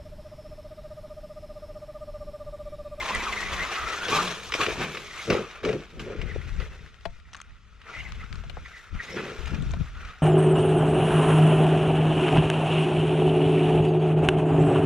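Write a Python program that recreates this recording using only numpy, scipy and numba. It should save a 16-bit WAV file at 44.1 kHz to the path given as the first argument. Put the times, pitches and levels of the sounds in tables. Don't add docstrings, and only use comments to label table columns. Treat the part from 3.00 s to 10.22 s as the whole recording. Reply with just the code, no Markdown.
import sys
import numpy as np
from scipy import signal
from scipy.fft import rfft, irfft, next_fast_len
from scipy.io import wavfile
from scipy.ndimage import uniform_filter1d
from numba import njit

SR = 44100
rng = np.random.default_rng(int(sys.argv[2]) if len(sys.argv) > 2 else 0)


def attenuation_scalar(level_db):
    decades = np.asarray(level_db, float) / 20
    return 10 ** decades


def put_to_file(sound):
    columns = np.atleast_2d(sound).T
    safe = np.clip(columns, -1, 1)
    whole_steps = np.round(safe * 32767)
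    wavfile.write(sys.argv[1], SR, whole_steps.astype(np.int16))


N = 318394

# centre in Hz, width in Hz, relative level in dB.
SHELL_MODES = [(350, 61, -2), (433, 40.7, 2.5), (510, 85, -4.5)]
# peak time in seconds, relative shell boom in dB, relative ground thud in dB,
# time to fall 20 dB in seconds (zero or less: almost at once).
HARD_LANDINGS = [(0.1, -42, -46, 0.3), (1.127, -34, -37, 0.33), (1.551, -20, -36, -0.0165),
                 (1.6, -30.5, -39, 0.07), (1.676, -25.5, -38, 0.06), (1.798, -35, -34.5, 0.21),
                 (1.97, -45.5, -66, 0.2), (2.301, -20.5, -24, 0.09), (2.343, -21, -40, 0.0679),
                 (2.394, -29.5, -35, 0.07), (2.65, -20, -28.5, 0.0783), (2.694, -24.5, -29.5, 0.0658),
                 (2.74, -29.5, -31, 0.0842), (3.005, -42, -40.5, 0.4), (3.089, -35.5, -46, 0.27),
                 (3.23, -47, -49, 0.23), (3.361, -27, -48, 0.0058), (3.473, -39, -43, 0),
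                 (3.619, -49.5, -64, 0.32), (4.892, -57.5, -62, 0.37), (6.166, -34.5, -38, 0.34),
                 (6.519, -45.5, -37, 0.2)]
LANDING_RISE_SHARE = 0.29


def rms_one(x):
    return x / np.sqrt(np.mean(x ** 2) + 1e-20)


def in_time(rows):
    s, *columns = np.transpose(rows)
    return [np.interp(np.arange(N) / SR, s, c) for c in columns]


def shape(x, spectrum):
    size = next_fast_len(N)
    hz, db = np.transpose(spectrum)
    f = np.maximum(np.arange(size // 2 + 1) * SR / size, 1)
    gain = attenuation_scalar(np.interp(np.log(f), np.log(hz), db))
    return irfft(rfft(x, size) * gain, size)[..., :N]


def band(x, low_hz, high_hz, order=2):
    return signal.sosfilt(signal.butter(order, [low_hz, high_hz], "band", fs=SR, output="sos"), x)


def drift(rate):
    r = np.exp(-80 * np.pi * rate / SR)
    slow = signal.lfilter([1], [1, -2 * r, r * r], rng.standard_normal(N // 40 + 2002))[2000:]
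    return np.interp(np.arange(N) / 40, np.arange(len(slow)), rms_one(slow))


@njit
def resonate(x, turn, r):
    y = np.zeros(len(x))
    for i in range(2, len(x)):
        y[i] = (1 - r * r) / 2 * (x[i] - x[i - 2]) + 2 * r * np.cos(turn[i]) * y[i - 1] - r * r * y[i - 2]
    return y


def ring(x, hz, width_hz):
    return resonate(x + 1e-18, 2 * np.pi * hz / SR * np.ones(N), np.exp(-np.pi * width_hz / SR))


def body(x, modes):
    return sum((-1) ** k * attenuation_scalar(db) * ring(x, hz, width) for k, (hz, width, db) in enumerate(modes))


def grains(per_s, spread_db):
    sizes = attenuation_scalar(spread_db * np.minimum(rng.exponential(1, N), 5)) * rng.choice([-1, 1], N)
    return rms_one(sizes * (rng.random(N) < per_s / SR))


def evened(x, size):
    return rms_one(x / (uniform_filter1d(x ** 2, size=size) + 1e-20) ** 0.35)


def burst(s, t60, rise_s=0.003):
    age = np.arange(N) / SR - s
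    rise = np.clip(age / rise_s, 0, 1)
    decay = attenuation_scalar(-60 * np.clip(age - rise_s, 0, 3 * t60) / t60)
    return rng.standard_normal(N) * rise * decay * (age < 2 * t60)


def swells(steady_db, s, db, rise_s, fall_s, hold_s=0):
    t, power = np.arange(0, N + 64, 64) / SR, 0
    end_s = s + hold_s
    for k in range(len(s)):
        climb_db = 20 * np.maximum(s[k] - t, 0) / max(rise_s[k], 1e-3)
        drop_db = 20 * np.maximum(t - end_s[k], 0) / max(fall_s[k], 1e-3)
        power = power + attenuation_scalar(2 * (db[k] - climb_db - drop_db))
    return 10 * np.log10(attenuation_scalar(2 * steady_db) + np.interp(np.arange(N) / SR, t, power) + 1e-20)


def drive():
    # time in seconds, lower band in Hz, upper band in Hz,
    # relative lower share in dB, relative upper share in dB.
    whine_rows = [(0.0, 986, 2005, -2.5, -10), (0.62, 1175, 2023, -5, -8), (0.95, 1310, 1910, -13, -15),
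                  (1.09, 1510, 2070, -16, -26.5), (1.14, 1140, 2550, -6.5, -32), (1.9, 1219, 2297, -11, -6),
                  (2.15, 1280, 2012, 0, -0.5), (2.73, 1230, 2250, -13, -24), (3.4, 1405, 1930, -8, -7),
                  (4.88, 1310, 1920, -4, -6.5), (5.02, 1390, 2200, -11, -8), (5.1, 1330, 1990, -12, -5.5),
                  (5.3, 1310, 2030, -2.5, -11), (5.75, 1450, 1972, -2.5, -5.5), (5.93, 1296, 1958, -1, -7),
                  (6.05, 1410, 2030, -5, 2), (6.25, 1340, 2020, -7.5, -14.5), (7.22, 1340, 1840, -1, -9)]
    # frequency in Hz, relative gain in dB.
    tyre_colour = [(320, -13), (550, -8), (639, -3.5), (846, -5), (1180, -6.5), (1770, -2), (1990, -7),
                   (2430, -1.5), (4500, -26), (5850, -27.5), (9900, -120)]
    grit_colour = [(2060, -11.5), (3500, -1), (4870, -9.5), (6360, -8.5), (8850, -22), (12000, -27.5),
                   (14700, -44), (15500, -34)]
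    # time in seconds, relative gear and tyre level in dB,
    # grit treble above that in dB.
    rolling_rows = [(0.0, -38, -5.5), (0.5, -34.5, -7.5), (1.03, -34, -9), (1.34, -50, -3),
                    (1.45, -47.5, 3), (2.11, -47, -2), (2.61, -46, -25), (2.93, -56, -7), (3.1, -43.5, -19),
                    (3.5, -49.5, -10), (4.02, -62, -14), (4.3, -64.5, -12), (4.79, -65.5, -11),
                    (5.15, -51, -11), (5.47, -54.5, -10), (5.87, -54.5, -10.5), (6.35, -49.5, -21),
                    (6.8, -63.5, -12), (7.02, -46, -20), (7.22, -58, -20)]
    # peak time in seconds, relative level in dB, time to rise 20 dB in seconds,
    # time to fall 20 dB in seconds (zero or less: almost at once), grit treble above the peak in dB.
    surge_rows = [(0.102, -30, 0.14, 0.23, -14), (0.76, -31.5, 0.35, -0.7, -14),
                  (1.159, -25.5, 0.1647, 0.21, -6.5), (1.28, -31.5, 0.25, 0.2, -7),
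                  (1.55, -30, -0.06, 0.14, -6), (1.606, -26, -0.08, 0.1253, -12),
                  (1.684, -32, 0, 0.18, -19), (1.818, -27, 0.1, 0.13, -13.5), (2.229, -42, 0.13, 0.32, 0),
                  (2.323, -27, 0.0346, 0.0975, -14.5), (2.36, -39.5, -0.15, 0.35, -14.5),
                  (2.632, -33, -0.06, 0.26, -13.5), (3, -38, -0.11, 0.08, -7.5),
                  (3.22, -45.5, -0.13, -0.02, -12), (3.359, -46.5, 0.35, 0.2, -15),
                  (3.618, -47, 0.3, 0.44, -11), (4.1, -59.5, 0.3, 0.2, -5.5),
                  (4.337, -56.5, 0.2, 0.65, -15), (4.893, -41.5, 0.09, 0.44, -17),
                  (5.001, -44, 0.15, 0.1, -8), (5.08, -50, 0.24, 0.3, -11.5),
                  (5.209, -46, -0.08, 0.08, -16), (5.68, -49.5, -0.86, 0.2, -10),
                  (5.799, -54, 0.22, 0.1, -1.5), (5.94, -50.5, -0.7, 16, -13),
                  (6.04, -44.5, 0.07, 1.34, -6.5), (6.164, -33.5, 0.0147, 0.24, -21),
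                  (6.468, -37.5, 0, 0.11, -11.5), (6.549, -40, 0.18, 0.04, -29),
                  (7.097, -42.5, 0.07, 0.03, -17)]

    rolling_db, treble_db = in_time(rolling_rows)
    s, db, rise_s, fall_s, spray_db = np.transpose(surge_rows)
    level_db = swells(rolling_db, s, db, rise_s, fall_s)
    grit_db = swells(rolling_db + treble_db, s, db + spray_db, rise_s, fall_s)
    s, db, _, fall_s = np.transpose(HARD_LANDINGS)
    boom_db = swells(rolling_db - 13.5, s, db, LANDING_RISE_SHARE * fall_s, fall_s)
    jolt_db = 1.43 * drift(18.2)

    low_hz, high_hz, low_db, high_db = in_time(whine_rows)
    teeth = grains(3000, spread_db=3.0)
    low = rms_one(ring(ring(teeth, low_hz, 340.0), low_hz, 390.0))
    low *= attenuation_scalar(low_db + 1.9 * drift(32.23))
    high = rms_one(ring(ring(teeth, high_hz, 320.0), high_hz, 410.0))
    high *= attenuation_scalar(high_db + 2.8 * drift(26.0))

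    stones = grains(4000, spread_db=2.0)
    tyres = attenuation_scalar(-4.0) * rms_one(shape(stones, tyre_colour))
    ground_dip_db, far_s = -12.5, 3.7
    distance = np.minimum(np.arange(N) / SR / far_s, 1) ** 2
    surge_relief = attenuation_scalar(1.5 * (rolling_db - level_db))
    kept = attenuation_scalar(ground_dip_db * distance * surge_relief)
    tyres = tyres - (1 - kept) * shape(tyres, [(1020, -2.5), (1200, -27)])

    grit = attenuation_scalar(grit_db + 0.6 * drift(35)) * rms_one(shape(stones, grit_colour))
    shell = band(body(grains(700, spread_db=3.5), SHELL_MODES), 262.0, 920.0)
    boom = attenuation_scalar(boom_db) * evened(shell, size=1500)
    return attenuation_scalar(jolt_db) * (attenuation_scalar(level_db) * (low + high + tyres) + grit + boom)


def distant_hush():
    # frequency in Hz, relative gain in dB.
    yard_colour = [(120, -14), (200, 9), (272, -26), (323, -23), (496, -32), (858, -25), (1390, 3),
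                   (1760, -34), (2360, -7.5), (6590, -21.5), (12000, -49), (15600, -82.5)]
    return attenuation_scalar(-64) * rms_one(shape(rng.standard_normal(N), yard_colour))


def squeals():
    # start in seconds, length in seconds, starting pitch in Hz, final pitch in Hz (both before
    # the waver), relative level in dB.
    squeal_rows = [(0.0, 0.02, 2080, 2056, -27.5), (0.13, 0.043, 2053, 1974, -31.5),
                   (0.168, 0.06257, 2200, 2346, -35), (0.242, 0.056, 1218, 1097, -36),
                   (0.276, 0.027, 2330, 2360, -36), (0.326, 0.017, 2020, 1980, -26.5),
                   (0.365, 0.131, 2023, 2100, -34), (0.532, 0.04, 2080, 2111, -42),
                   (0.577, 0.063, 1953, 2060, -34), (0.727, 0.22, 1955, 1936, -39),
                   (0.745, 0.21, 1288, 1258, -33), (0.96, 0.16, 1339, 1509, -37),
                   (1.025, 0.07, 3050, 3400, -44), (1.111, 0.054, 1050, 1225, -27.5),
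                   (1.162, 0.049, 1050, 1270, -24.5), (1.123, 0.04, 2330, 2400, -31),
                   (1.493, 0.021, 1300, 1280, -39.5), (1.59, 0.02, 1344, 1120, -28),
                   (2.172, 0.056, 2024, 2230, -37.5), (3.276, 0.051, 2055, 1940, -42.5),
                   (4.888, 0.022, 1245, 1220, -47), (4.933, 0.079, 1996, 2083, -38.5),
                   (4.958, 0.065, 2560, 2900, -46.5), (5.06, 0.012, 2000, 2030, -42),
                   (5.206, 0.01531, 2055, 2039, -44), (5.228, 0.0189, 1350, 1480, -43),
                   (5.652, 0.021, 2010, 1920, -42), (5.726, 0.088, 2004, 1888, -48.5),
                   (5.991, 0.024, 1920, 1940, -33), (6.033, 0.031, 6400, 7100, -61),
                   (6.09, 0.076, 5660, 5280, -51.5)]
    edge_s = 0.011
    rasp_db, rasp_hz = -4, 260

    out, t = np.zeros(N), np.arange(N) / SR
    waver = 0.035 * (drift(60.1) + 0.3995 * drift(8.9))
    rasp = 1 + attenuation_scalar(rasp_db) * (drift(rasp_hz) + 1j * drift(rasp_hz))
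    rasp *= attenuation_scalar(2.5 * drift(52.0))
    for s, length, from_hz, to_hz, db in squeal_rows:
        on = np.clip(np.minimum(t - s, s + length - t) / edge_s + .5, 0, 1)
        hz = np.interp(t, [s, s + length], [from_hz, to_hz]) * (1 + waver)
        out += on * attenuation_scalar(db) * np.real(rasp * np.exp(2j * np.pi * np.cumsum(hz) / SR))
    return out


def wind():
    # start in seconds, length in seconds, relative level in dB,
    # left over right in dB.
    gust_rows = [(0.0, 0.012, -39.5, -3), (0.158, 0.02262, -35, -11), (0.277, 0.11, -46, -1.5),
                 (0.423, 0.21, -42, 1.5), (0.817, 0.041, -39.5, 3), (1.467, 0.36, -48, 3),
                 (2.312, 0.023, -38, 6), (2.667, 0.029, -42, -0.5), (2.96, 0.22, -45.5, 11),
                 (3.19, 0.073, -34.5, 21), (3.316, 0.088, -33.5, 15.5), (3.442, 0.022, -32.5, 15),
                 (3.516, 0.11, -34.5, 15), (3.67, 0.037, -41.5, 2), (3.703, 0.14, -45.5, 13),
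                 (4.065, 0.059, -43.5, -3), (4.986, 0.13, -40.5, 10), (5.131, 0.097, -35, 6),
                 (5.32, 0.023, -32, 6), (5.37, 0.032, -33.5, 13), (5.458, 0.084, -37, 2),
                 (5.574, 0.065, -41, -2), (5.928, 0.046, -34, 10), (6.393, 0.007, -36.5, 18),
                 (6.441, 0.024, -34.5, 14.5), (6.524, 0.027, -31, 22), (6.602, 0.021, -27.5, 11),
                 (6.668, 0.049, -30.5, 7.5), (6.745, 0.013, -29, 7), (6.803, 0.013, -28, 11.5),
                 (6.88, 0.21, -41, 2.5)]
    calm_db, calm_pan_db = -53.5, 1.5

    s, hold_s, db, pan_db = np.transpose(gust_rows)
    rise_s, fall_s = 0.04 + 0 * s, 0.06 + 0 * s
    db = db - 20 * np.log10(np.cosh(pan_db / 20.0))
    sides_db = np.array([swells(calm_db + side * calm_pan_db, s, db + side * pan_db, rise_s, fall_s, hold_s)
                         for side in (.5, -.5)])

    noise = rng.standard_normal((5, N))
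    shared = 0.78 * noise[2]
    buffet = rms_one(band(noise[:2] + shared, 23.965, 72.7))
    buffet = buffet * attenuation_scalar([0.93 * drift(14.0), 2.3 * drift(4.4)])

    pops = [grains(80, spread_db=3), grains(80, spread_db=2)]
    flutter = rms_one(band(noise[3:] * 0.26 + pops, 89.0, 171))
    flutter_db = -11 + 0.22 * (sides_db + 32.0) + 4.7 * drift(6.0)
    return attenuation_scalar(sides_db + 1.0) * (buffet + flutter * attenuation_scalar(flutter_db))


def thuds():
    s, _, db, fall_s = np.transpose(HARD_LANDINGS)
    level_db = swells(-75.5, s, db, LANDING_RISE_SHARE * fall_s, fall_s)
    noise = rng.standard_normal((2, N))
    sides = noise[0] + 0.093 * noise[1] * [[1], [-1]]
    thump = evened(band(sides, 101.0, 245.0), size=900)
    return attenuation_scalar(level_db + 1.3 * drift(41.0) + np.array([[0.8], [-0.8]])) * thump


def knocks():
    # time in seconds, relative strength in dB, shell boom above that in dB.
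    knock_rows = [(0.086, -14, 0), (0.2447, -26, -9.5), (0.325, -21, -15.5), (0.5415, -31, -11),
                  (0.759, -16, -6), (1.081, -10, 5), (1.519, -10, -4), (1.537, -3.5, -22),
                  (1.61, -3.5, -14), (1.632, -8, -5), (1.661, -9, -6), (1.946, -17.5, -6), (1.969, -16, 5),
                  (2.173, -22.5, -14), (2.2994, -4, 11.5), (2.386, -38, -1.5), (2.636, -23, -2.5),
                  (2.648, -10, -3), (2.688, -16, -4), (2.7268, -19, -12), (2.993, -18.5, 3),
                  (3.213, -19, -14), (3.599, -21.5, 7.5), (4.813, -33, -24), (4.834, -43, -23.5),
                  (5.236, -34, -4), (5.657, -28.5, -12), (6.454, -23, -7), (6.5436, -20, -6),
                  (7.048, -27, -14)]
    # centre in Hz, width in Hz, relative level in dB.
    chassis_modes = [(1120, 360, -3.5), (1660, 420, -1), (2250, 470, 1.5), (2890, 565, 0),
                     (3870, 1040, -10.5), (5400, 1400, -16)]

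    sharp, dull = np.zeros(N), np.zeros(N)
    front = np.exp(-np.arange(N) / SR / 0.0019)
    for s, db, boom_db in knock_rows:
        blow = burst(s, 0.04)
        i = int(s * SR)
        blow[i:] *= 1 + 1.1 * front[:N - i]
        sharp += attenuation_scalar(db - 5.0) * blow
        dull += attenuation_scalar(db + boom_db) * blow
    chassis = attenuation_scalar(2.0) * body(sharp, chassis_modes)
    crack = attenuation_scalar(-34.0) * band(sharp, 7600, 10300)
    boom = attenuation_scalar(-2.0) * body(dull, SHELL_MODES)
    return chassis + crack + boom


def shaft():
    # time in seconds, pitch in Hz, relative level in dB.
    hum_stretches = [
        [(0.1, 218.3, -46.5), (0.256, 219, -54), (0.592, 188.7, -50.5), (0.62, 180, -50), (0.66, 176.7, -46.5)],
        [(1.09, 136.8, -39), (1.108, 136, -41.5), (1.222, 180.6, -43), (1.37, 173, -47)],
    ]
    out, t = np.zeros(N), np.arange(N) / SR
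    for rows in hum_stretches:
        hz, db = in_time(rows)
        on = np.clip(np.minimum(t - rows[0][0], rows[-1][0] - t) / 0.03, 0, 1)
        out += on * attenuation_scalar(db + 4.5) * np.sin(2 * np.pi * np.cumsum(hz) / SR)
    return out


def ticks():
    # time in seconds, relative strength in dB, ring in Hz, relative snap in dB, left over right in dB.
    tick_rows = [(0.148, -29, 8000, 0, -8.5), (3.861, -45, 1920, 2, 3), (3.942, -46, 2120, -4, 12.5),
                 (4.008, -49, 1900, -4, 15), (4.199, -50.5, 2300, 2, 11.5), (4.331, -32, 1310, -1, 6),
                 (4.335, -41, 5440, 8, -3), (4.346, -31, 1500, -2, 6), (4.351, -28.5, 1100, -7, 5),
                 (4.365, -46, 6460, 9, 7), (4.371, -49, 6240, 4, 3), (4.401, -35.5, 1340, -2, 5),
                 (4.414, -35.5, 6200, 7.5, 4.5), (5.12, -46, 1287, 8.5, 27), (5.326, -36.5, 2300, 5.5, 9.5),
                 (5.355, -46, 2407, 12.5, 11), (6.4585, -43, 6900, 3, 2), (6.4762, -43, 5460, -1, 2),
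                 (6.622, -42.5, 6700, 12, 6), (6.7072, -44, 3500, 11, 7), (6.715, -43, 6440, -6, 8)]
    out = np.zeros((2, N))
    for s, db, hz, snap_db, pan_db in tick_rows:
        blow = burst(s, t60=0.013, rise_s=0.0015)
        tick = attenuation_scalar(9.5) * ring(blow, hz, 0.18 * hz) + attenuation_scalar(snap_db) * band(blow, 1060, 4000)
        out += attenuation_scalar(db + np.array([[pan_db / 2], [-pan_db / 2]])) * tick
    return signal.sosfilt(signal.butter(4, 8600, fs=SR, output="sos"), out)


def taps():
    # time in seconds, relative strength in dB, relative crack in dB,
    # left over right in dB.
    tap_rows = [(4.053, -26, 0.5, 11), (5.436, -43, 2, 7.5), (5.496, -43.5, 13.5, 15),
                (5.568, -33, -18.5, 10), (6.735, -32, 0.5, 8.5)]
    # frequency in Hz, relative gain in dB.
    chirp_colour = [(25, 12), (45, 7.5), (280, -10.5), (600, 2.5), (1100, -4.5), (2000, -16.5), (9000, -64)]
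    # centre in Hz, width in Hz, relative level in dB.
    support_modes = [(177, 23, -2), (538, 18, -10), (678, 20, -11), (910, 16, -6)]
    spread = 0.159
    crack_t60_s = 0.035

    hz = np.arange(4097) * SR / 8192
    early_s = spread / np.sqrt(4000)
    turns = 2 * spread * np.sqrt(hz) - early_s * hz
    colour_hz, colour_db = np.transpose(chirp_colour)
    colour = attenuation_scalar(np.interp(np.log(hz + 1), np.log(colour_hz), colour_db))
    chirp = irfft(colour * np.exp(-2j * np.pi * turns))[:6000]
    chirp = chirp / np.abs(chirp).max()

    out = np.zeros((2, N))
    for s, db, crack_db, pan_db in tap_rows:
        paths = attenuation_scalar(-24.5) * burst(s, crack_t60_s)
        paths[int(s * SR)] = 1
        crack = attenuation_scalar(crack_db) * band(burst(s, crack_t60_s, 0.0015), 1430, 3550)
        tap = crack + signal.fftconvolve(paths, chirp)[:N]
        out += attenuation_scalar(db + np.array([[pan_db / 2], [-pan_db / 2]])) * tap
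    return out + attenuation_scalar(8.5) * np.array([body(side, support_modes) for side in out])


def two_ports(x):
    left_lag_s = 2.8e-5
    left = np.interp(np.arange(N) - left_lag_s * SR, np.arange(N), x)
    right = shape(x, [(300, -1.5), (1000, -0.7), (3000, -3.0), (8000, 1), (14000, 10.5)])
    echoes = rng.standard_normal((4, 1500)) * attenuation_scalar(-60 * np.arange(1500) / SR / 0.043)
    echoes /= np.sqrt(np.sum(echoes ** 2, axis=1, keepdims=True))
    paths = signal.fftconvolve(x[None], echoes, axes=1)[:, :N]
    turn = np.array([2.86 * drift(6.65), 2.84 * drift(6.45)])
    scatter = np.cos(turn) * paths[:2] + np.sin(turn) * paths[2:]
    return np.array([left, right]) + shape(scatter, [(300, -13), (1500, -12), (4000, -6), (8000, 0)])


def scene():
    around = drive() + squeals() + shaft() + knocks() + distant_hush()
    return two_ports(around) + thuds() + taps() + ticks() + wind()


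def roll_off(x):
    return signal.sosfilt(signal.butter(12, 15710, fs=SR, output="sos"), x)


def record(dry):
    mix = signal.sosfilt(signal.cheby2(10, 60, 16300, fs=SR, output="sos"), dry)
    return roll_off(mix)


dry = scene()
out = record(dry)
put_to_file(out)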